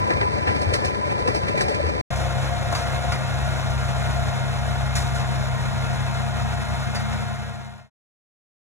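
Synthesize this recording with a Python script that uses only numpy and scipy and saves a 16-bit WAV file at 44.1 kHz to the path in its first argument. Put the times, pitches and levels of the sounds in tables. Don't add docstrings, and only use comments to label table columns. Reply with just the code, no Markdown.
import sys
import numpy as np
from scipy import signal
from scipy.fft import rfft, irfft, next_fast_len
from scipy.io import wavfile

SR = 44100
rng = np.random.default_rng(int(sys.argv[2]) if len(sys.argv) > 2 else 0)


def transcribe(signal):
    frames = np.atleast_2d(signal).T
    limited = np.clip(frames, -1, 1)
    pcm = np.round(limited * 32767).astype(np.int16)
    wavfile.write(sys.argv[1], SR, pcm)


N = 386757
NEAR_VIEW_S, FAR_VIEW_S, FADE_START_S = (0, 2.014), (2.104, 7.9), 7.12
TIME = np.arange(N) / SR
FAR_TIME = TIME - FAR_VIEW_S[0]
FFT_SIZE = next_fast_len(N, True)
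HZ = np.maximum(np.arange(FFT_SIZE // 2 + 1) * SR / FFT_SIZE, 1)


def from_db(db):
    return 10 ** (np.asarray(db) / 20)


def unit_rms(x):
    return x / np.sqrt(np.mean(x ** 2) + 1e-20)


def curve(rows):
    return np.interp(TIME, *np.transpose(rows))


def drift(rate_hz):
    hop, settle = 40, 2000
    pole = np.exp(-2 * np.pi * rate_hz * hop / SR)
    noise = rng.standard_normal(N // hop + settle + 2)
    slow = signal.lfilter([1], [1, -2 * pole, pole * pole], noise)[settle:]
    return np.interp(np.arange(N) / hop, np.arange(len(slow)), unit_rms(slow))


def colour(spectrum, resonances=()):
    hz, db = np.transpose(spectrum)
    level_db = np.interp(np.log(HZ), np.log(hz), db)
    for centre_hz, width_hz, height_db in resonances:
        level_db += height_db / (1 + (2 * (HZ - centre_hz) / width_hz) ** 2)
    return from_db(level_db) * np.sqrt(SR / 2)


def filtered(x, gain):
    return irfft(rfft(x, FFT_SIZE) * gain, FFT_SIZE)[..., :N]


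def band(low_hz, high_hz, order):
    return 1 / np.sqrt((1 + (low_hz / HZ) ** (2 * order)) * (1 + (HZ / high_hz) ** (2 * order)))


def grains(per_s, spread_db):
    sizes = from_db(spread_db * np.minimum(rng.exponential(1, N), 4)) * rng.choice([-1, 1], N)
    return unit_rms(sizes * (rng.random(N) < per_s / SR))


def tone(cycles, db, flutter, rate_hz):
    sway = np.sqrt(1 - flutter ** 2) + flutter * (drift(rate_hz) + 1j * drift(rate_hz)) / np.sqrt(2)
    return np.sqrt(2) * from_db(db) * np.real(sway * np.exp(2j * np.pi * cycles))


def sheet_modes(ripple_db, spacing_hz):
    knots_hz = np.arange(0, SR / 2, spacing_hz)
    zigzag = unit_rms(np.diff(rng.standard_normal(SR // 20 + 2)))
    heights = np.clip(zigzag, -2, 2)[:len(knots_hz)]
    return from_db(ripple_db * np.interp(HZ, knots_hz, heights) * HZ ** 2 / (HZ ** 2 + 1300 ** 2))


def ports(direct, scattered, response):
    hz, *columns = np.transpose(response)
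    lead_rad, balance_db, likeness = [np.interp(HZ, hz, c) for c in columns]
    apart = np.sqrt((1 - likeness) / 2)
    sides = from_db(np.array([balance_db, -balance_db]) / 2)
    sides /= np.sqrt(np.mean(sides ** 2, axis=0))
    sides = sides * np.array([np.exp(1j * lead_rad), np.ones_like(lead_rad)])
    return filtered(direct, sides) + filtered(scattered, sides * apart * [[1], [-1]])


# f/Hz, relative density/dB
WIND_SPECTRUM = [(15, -38), (35, -11.5), (52, -2.5), (90, -7.5), (200, -19), (500, -45.5), (2000, -87)]
# t/s, relative peak/dB, half length/s
GUSTS = [(3.749, -27, 0.053), (5.75, -26.5, 0.34), (6.499, -32, 0.1), (7.05, -39, 0.2)]


def breeze():
    calm_db, trim_db = -54.5, -10
    gusts = sum(from_db(db) * np.exp(-((TIME - s) / half_s) ** 2) for s, db, half_s in GUSTS)
    puffs = rng.standard_normal(N) + 0.5 * rng.standard_normal((2, N))
    rumble = unit_rms(filtered(puffs, colour(WIND_SPECTRUM)))
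    return (from_db(calm_db) + gusts) * from_db(trim_db) * rumble


def scrape(start_s=4.948, length_s=0.052, level_db=-33, from_hz=1550, to_hz=2220, width_hz=270):
    progress = np.maximum(TIME - start_s, 0) / length_s
    hz = from_hz + (to_hz - from_hz) * np.minimum(progress, 1)
    pole = np.exp(-np.pi * width_hz / SR)
    grit = unit_rms(signal.lfilter([1], [1, -pole], grains(per_s=1500, spread_db=3.5) + 1e-18))
    pressure = np.minimum(10 * progress, 1) * np.exp(-progress ** 4)
    return np.sqrt(2) * from_db(level_db) * pressure * grit * np.cos(2 * np.pi * np.cumsum(hz) / SR)


# t/s, level/dB
STONES = [(2.748, -31.5), (3.122, -36.5), (4.957, -35), (6.955, -33)]
# f/Hz, relative level/dB, decay/s
TINE_MODES = [(2040, -5.5, 0.03), (4630, 3, 0.021), (5680, -6.5, 0.034)]


def tine_pings(rise_s=0.0014, spread_db=1.6):
    out, age = np.zeros(N), TIME[:SR // 2]
    for s, db in STONES:
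        start = int(s * SR)
        for hz, mode_db, decay_s in TINE_MODES:
            strength = from_db(db + mode_db + spread_db * rng.standard_normal())
            envelope = (1 - np.exp(-age / rise_s)) * np.exp(-age / decay_s)
            out[start:start + len(age)] += strength * envelope * np.sin(2 * np.pi * hz * age)
    return out


# t/s, thud/dB, clank/dB, grit/dB, energy decay/s
LARGE_CLODS = [(.103, -14.5, -18, -37.5, 0.0091), (.211, -13, -16.5, -34.5, 0.0046),
               (.229, -20.5, -23.5, -42, 0.0038), (.470, -22.5, -18, -38, 0.015),
               (.614, -21.5, -27.5, -31.5, 0.011), (.7365, -16.5, -17, -20.5, 0.0086),
               (.846, -25, -24, -27.5, 0.011), (1.275, -15.5, -19.5, -29, 0.0089),
               (1.345, -20, -32, -31, 0.015), (1.483, -30, -22, -35, 0.0059), (1.574, -22, -24, -33, 0.013),
               (1.607, -17.5, -22, -24, 0.0075), (1.682, -21.5, -28, -33.5, 0.014),
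               (1.744, -30, -28.5, -34.5, 0.00543), (1.89, -25, -35, -44, 0.0068),
               (2.158, -37.5, -53, -32, 0.022), (2.724, -19.5, -28.5, -29.5, 0.0094),
               (2.749, -24, -26, -29, 0.02), (3.120, -25.5, -21.5, -28, 0.0098),
               (4.953, -42.5, -31.5, -23.5, .028), (5.145, -40, -42, -32.5, .012),
               (6.948, -30, -27, -29.5, 0.012)]


def clods(view_s, small_per_s=12, small_db=(-36, -37.5, -43), spread_db=2.5, decay_s=0.0059):
    rows = list(LARGE_CLODS)
    for slot_s in np.arange(*view_s, 1 / small_per_s):
        s = slot_s + rng.random() / small_per_s
        levels_db = np.array(small_db) + spread_db * rng.uniform(-1, 1)
        rows.append((s, *levels_db, decay_s))
    return rows


def knocks(debris, body, rise_s=0.0011):
    out = 0
    for k, (low_hz, high_hz) in enumerate([(220, 1200), (1250, 3100), (3900, 34000)]):
        force = np.zeros(N)
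        for s, *levels_db, decay_s in debris:
            start = int(s * SR)
            age = TIME[:min(SR // 2, N - start)]
            envelope = (1 - np.exp(-age / rise_s)) * np.exp(-age / decay_s / 2)
            force[start:start + len(age)] += from_db(levels_db[k]) * envelope
        response = unit_rms(body * band(low_hz, high_hz, order=4))
        out += filtered(force * grains(per_s=4500, spread_db=0), response)
    return out


# t/s, f/Hz, level/dB, mean half length/s
JOLTS = [(0.038, 100, -25.5, .009), (0.086, 480, -23, 0.0024), (.109, 380, -21.5, .004),
         (0.159, 95, -23, 0.0076), (0.218, 105, -25, .012), (0.339, 100, -26, .009),
         (0.496, 90, -23, 0.016), (0.674, 90, -21, .014), (0.726, 525, -17.5, 0.002),
         (0.734, 90, -24, .012), (1.263, 476, -21.5, 0.0046), (1.284, 466, -20, .004),
         (1.289, 249.4, -24.5, 0.0082), (1.304, 110, -25, .01), (1.549, 590, -20, 0.0046),
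         (1.638, 110, -27, 0.0097), (1.697, 427, -23, 0.0069), (1.715, 580, -24, 0.0089),
         (1.804, 590, -19, 0.0053), (1.84, 439, -20, .004), (1.849, 85.2, -22.5, 0.013),
         (1.88, 80, -22, .012)]


def jolts():
    out = np.zeros(N)
    for s, hz, db, half_s in JOLTS:
        span = slice(max(int(s * SR) - SR // 10, 0), int(s * SR) + SR // 10)
        age = TIME[span] - s
        swell = np.exp(-(age / (half_s * np.where(age < 0, 0.75, 1.25))) ** 2)
        out[span] += np.sqrt(2) * from_db(db) * swell * np.cos(2 * np.pi * (hz * age + rng.random()))
    return out


def churn(load, body, per_s, spread_db):
    direct = filtered(load * grains(per_s, spread_db), body)
    scattered = filtered(load * rng.standard_normal(N), body)
    return direct, scattered


def over_ground(x, centre_hz=560, width_hz=410, start_db=2.5, loss_db_per_s=0.62):
    low_middle = filtered(x, 1 / (1 + (2 * (HZ - centre_hz) / width_hz) ** 4))
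    return x + low_middle * (from_db(start_db - loss_db_per_s * FAR_TIME) - 1)


def valve_ticks(turns, body, taps_per_cycle=48, gain_db=-8):
    taps = np.zeros(N)
    cycles = np.arange(int(turns[-1] / 2) - 1)
    for offset, strength in zip(rng.random(taps_per_cycle), rng.standard_normal(taps_per_cycle)):
        at = np.searchsorted(turns, 2 * (cycles + offset))
        taps[at] += strength * (1 + 0.4 * rng.standard_normal(len(at)))
    return from_db(gain_db) * filtered(unit_rms(taps), body * band(280, 2600, order=2))


# t/s, level/dB
WHINE_LEVEL = [(0, -24.5), (.55, -31), (.75, -32.5), (1.1, -27.5), (1.35, -32), (1.55, -31.5), (1.75, -37),
               (2.0, -31)]


def gear_whine(pitch_hz=1008, wander_hz=3.9):
    hz = pitch_hz + wander_hz * drift(rate_hz=4)
    return tone(np.cumsum(hz) / SR, curve(WHINE_LEVEL), flutter=0.75, rate_hz=41)


# multiple of mesh rate, level/dB (mesh tone: before its swell), flutter/0-1
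GEAR_PARTIALS = [(1, -32.5, 0.2), (4, -47, 0.3), (5, -51, .9), (8, -60.5, .6), (10, -56, 0.98)]


def drive_gears(turns, teeth_per_turn=6.349, start_db=-6, rise_db_per_s=1.28):
    swell_db = start_db + rise_db_per_s * FAR_TIME
    return sum(tone(k * teeth_per_turn * turns, db + swell_db * (k == 1), flutter, rate_hz=11)
               for k, db, flutter in GEAR_PARTIALS)


# multiple of blade rate, level/dB, flutter/0-1
FAN_PARTIALS = [(1, -45.5, 0.21), (2, -53, 0.6), (4, -44.5, 0.6), (6, -44.5, 0.8), (7, -48.5, 1),
                (8, -49, 0.96), (9, -50, .9), (11, -53.5, 1)]
# t/s, level/dB
FAN_WHINE_LEVEL = [(2.1, -37), (2.7, -36), (2.92, -31), (3.3, -37.5), (3.55, -42), (3.8, -42), (4.02, -36),
                   (4.55, -36.5), (5.1, -38), (5.85, -43), (6.15, -35.5), (6.85, -40), (7.14, -39)]


def cooling_fan(turns, rpm, blades_per_turn=21.29 / 3, belt_slip=0.0018):
    slip_turns = np.cumsum(rpm * belt_slip * drift(rate_hz=27.7)) / (60 * SR)
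    blades = blades_per_turn * (turns + slip_turns)
    partials = sum(tone(k * blades, db, flutter, rate_hz=12) for k, db, flutter in FAN_PARTIALS)
    return partials + tone(3 * blades, curve(FAN_WHINE_LEVEL), flutter=0.48, rate_hz=24)


# t/s, level/dB
FIRING_LEVEL = [(2.1, -29), (2.4, -25), (2.65, -31), (3.0, -28.5), (3.9, -27), (6.0, -26), (6.5, -30)]
# t/s, level/dB
THROB_LEVEL = [(2.1, -30.5), (2.9, -35), (3.08, -29), (3.25, -42), (3.42, -25.5), (3.57, -36.5),
               (3.75, -27), (3.93, -36), (4.15, -27), (4.38, -39.5), (4.62, -30), (5.05, -30), (5.6, -38.5),
               (6.0, -34), (6.8, -34.5), (7.0, -37.5)]
# crank order (played at the nearest half), relative level/dB, flutter/0-1
EXHAUST_PARTIALS = [(3, -34, 0.1), (5.5, -46.5, .4), (6, -40, .1), (8, -55.5, 1), (19, -50, 0.3),
                    (20, -53.5, 0.4), (22, -50.5, 0.49), (32.18, -53.5, .7), (35.97, -52, 0.5),
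                    (44.5, -50, 0.8)]
FIRING_ORDER = 4


def exhaust(turns, start_db=0.7, recede_db_per_s=0.24, ring_until_s=2.6, ring_fall_db_per_s=11.5):
    firing = tone(FIRING_ORDER * turns, curve(FIRING_LEVEL), flutter=0.037, rate_hz=2.3)
    throb = tone(FIRING_ORDER / 2 * turns, curve(THROB_LEVEL), flutter=0.1, rate_hz=3)
    ring_db = -39.5 - ring_fall_db_per_s * np.maximum(TIME - ring_until_s, 0)
    pipe_ring = tone(16 * turns, ring_db, flutter=0.4, rate_hz=6)
    nearness_db = start_db - recede_db_per_s * FAR_TIME
    partials = sum(tone(round(2 * k) / 2 * turns, db + nearness_db, flutter, rate_hz=5)
                   for k, db, flutter in EXHAUST_PARTIALS)
    return firing + throb + pipe_ring + partials


# f/Hz, relative density/dB
NEAR_SPECTRUM = [(20, -95.5), (36, -69.5), (52, -51), (85, -45.5), (170, -52.5), (400, -56.5), (800, -59.5),
                 (1400, -63), (2100, -69), (2800, -73.5), (4100, -75), (5100, -76.5), (6000, -81.5),
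                 (7000, -90), (9700, -91), (11200, -105), (14500, -108)]
# f/Hz, width/Hz, height/dB
HOOD_MODES = [(213, 13, 6.5), (411, 25, 3), (590, 24, 5.5), (750, 60, 8), (839, 50, 9), (1720, 160, 0),
              (1960, 49, 4), (2137, 77, 10.5), (2355, 57, 15), (2645, 50, 8), (3345, 70, -3)]
# f/Hz, left lead/rad, left minus right/dB, likeness/0-1
NEAR_PORTS = [(19.97, 0, 5.5, 1), (258, -3.5, 6, 0.96), (518, -5.5, 5.5, 0.6), (699, -3.5, 1, 1),
              (1357, -2.5, 0.5, 0.9), (1730, -4.5, 3.5, 0.53), (2450, -3, -2.5, 1), (3280, -3, 2, 1),
              (4040, -2.5, -2, 0.95), (4400, -4.5, -1, 0.8), (5200, -2, -2.5, 0.98), (7700, -1, 0, .8),
              (9500, 1, 1, .95), (10060, 2, -1.5, 1), (12660, -6.5, 2.5, 0.99), (13700, 5.5, -0.5, 0.95)]


def near_machine(churn_db=-2):
    body = colour(NEAR_SPECTRUM, HOOD_MODES) * sheet_modes(ripple_db=4.5, spacing_hz=43.4)
    load = from_db(churn_db + 1.2 * drift(rate_hz=18))
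    soil, scattered = churn(load, body, per_s=5000, spread_db=3)
    direct = soil + gear_whine() + jolts() + knocks(clods(NEAR_VIEW_S), body)
    return ports(direct, scattered, NEAR_PORTS)


# t/s, speed/rpm
ENGINE_RPM = [(2.15, 1974), (2.6, 1981), (2.82, 1958), (2.98, 1982), (3.68, 1975), (3.85, 1960),
              (4.7, 1979), (5.5, 1963), (5.65, 1973), (6.15, 1966), (6.42, 1975), (6.9, 1977), (7.6, 1969)]
# f/Hz, relative density/dB
FAR_SPECTRUM = [(20, -84), (45, -62.5), (70, -53), (125, -53), (220, -65.5), (290, -67), (430, -74),
                (640, -62), (900, -69), (1350, -67), (2600, -77.5), (6300, -83.5), (9500, -86),
                (15000, -99)]
# f/Hz, width/Hz, height/dB
PANEL_MODES = [(699, 38, 6), (1034, 21, 5.5), (1438, 29, 5.4), (2273, 340, 3.1), (3605, 650, 6.8),
               (4125, 220, 7.1), (5560, 350, 7.2), (6910, 420, 6.4), (8374, 562, 2.8), (9900, 220, 3.6)]
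# f/Hz, left lead/rad, left minus right/dB, likeness/0-1
FAR_PORTS = [(20, 0.5, 3, 0.845), (216.6, -3, 2, 0.86), (370, -5.5, -0.5, .86), (530, -5.5, 5, 0.91),
             (810, -5.5, 5.5, 0.96), (920, -7.5, 3.5, 0.51), (2419, -7.5, -1, 0.39), (3190, -9, -2.5, 0.48),
             (3710, -10.5, 0, 0.74), (4830, -9, -0.5, 1), (5640, -8, 1, 0.95), (6391, -6, -0.5, 1),
             (7260, -5.5, 0, 1), (10630, -0.5, -0.5, 1), (12400, 4, 1, 0.92), (13700, 4, -1, 0.94),
             (14600, 8.5, 1.5, .9)]


def far_tractor(churn_db=0.5, recede_db_per_s=0.47, speed_jitter=0.0008):
    rpm = curve(ENGINE_RPM)
    turns = np.cumsum(rpm * (1 + speed_jitter * drift(rate_hz=9))) / (60 * SR)
    drone = exhaust(turns) + cooling_fan(turns, rpm) + drive_gears(turns)
    body = colour(FAR_SPECTRUM, PANEL_MODES) * sheet_modes(ripple_db=3, spacing_hz=39.76)
    firing_rad = 2 * np.pi * FIRING_ORDER * turns
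    clatter = 1 + 0.05 * np.cos(firing_rad) + 0.064 * np.cos(firing_rad / 2)
    load = from_db(churn_db - recede_db_per_s * FAR_TIME + 0.91 * drift(rate_hz=25))
    soil, scattered = churn(load * clatter, body, per_s=14000, spread_db=2.5)
    debris = clods(FAR_VIEW_S)
    strikes = from_db(-3.5) * knocks(debris, body) + tine_pings() + scrape()
    scattered += from_db(-9) * knocks(debris, body)
    direct = drone + over_ground(soil + valve_ticks(turns, body)) + strikes
    return ports(direct, scattered, FAR_PORTS)


def scene():
    edge_s = 0.002
    near_gate = np.clip((NEAR_VIEW_S[1] - TIME) / edge_s, 0, 1)
    far_gate = np.clip(FAR_TIME / edge_s, 0, 1)
    fade = np.interp(TIME, [FADE_START_S, FAR_VIEW_S[1]], [1, 0])
    return near_gate * near_machine() + far_gate * fade * (far_tractor() + breeze())


def record(dry):
    cutoff_hz = 15600
    return signal.sosfilt(signal.ellip(10, 0.1, 80, cutoff_hz, fs=SR, output="sos"), dry + 1e-18)


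dry = scene()
out = record(dry)
transcribe(out)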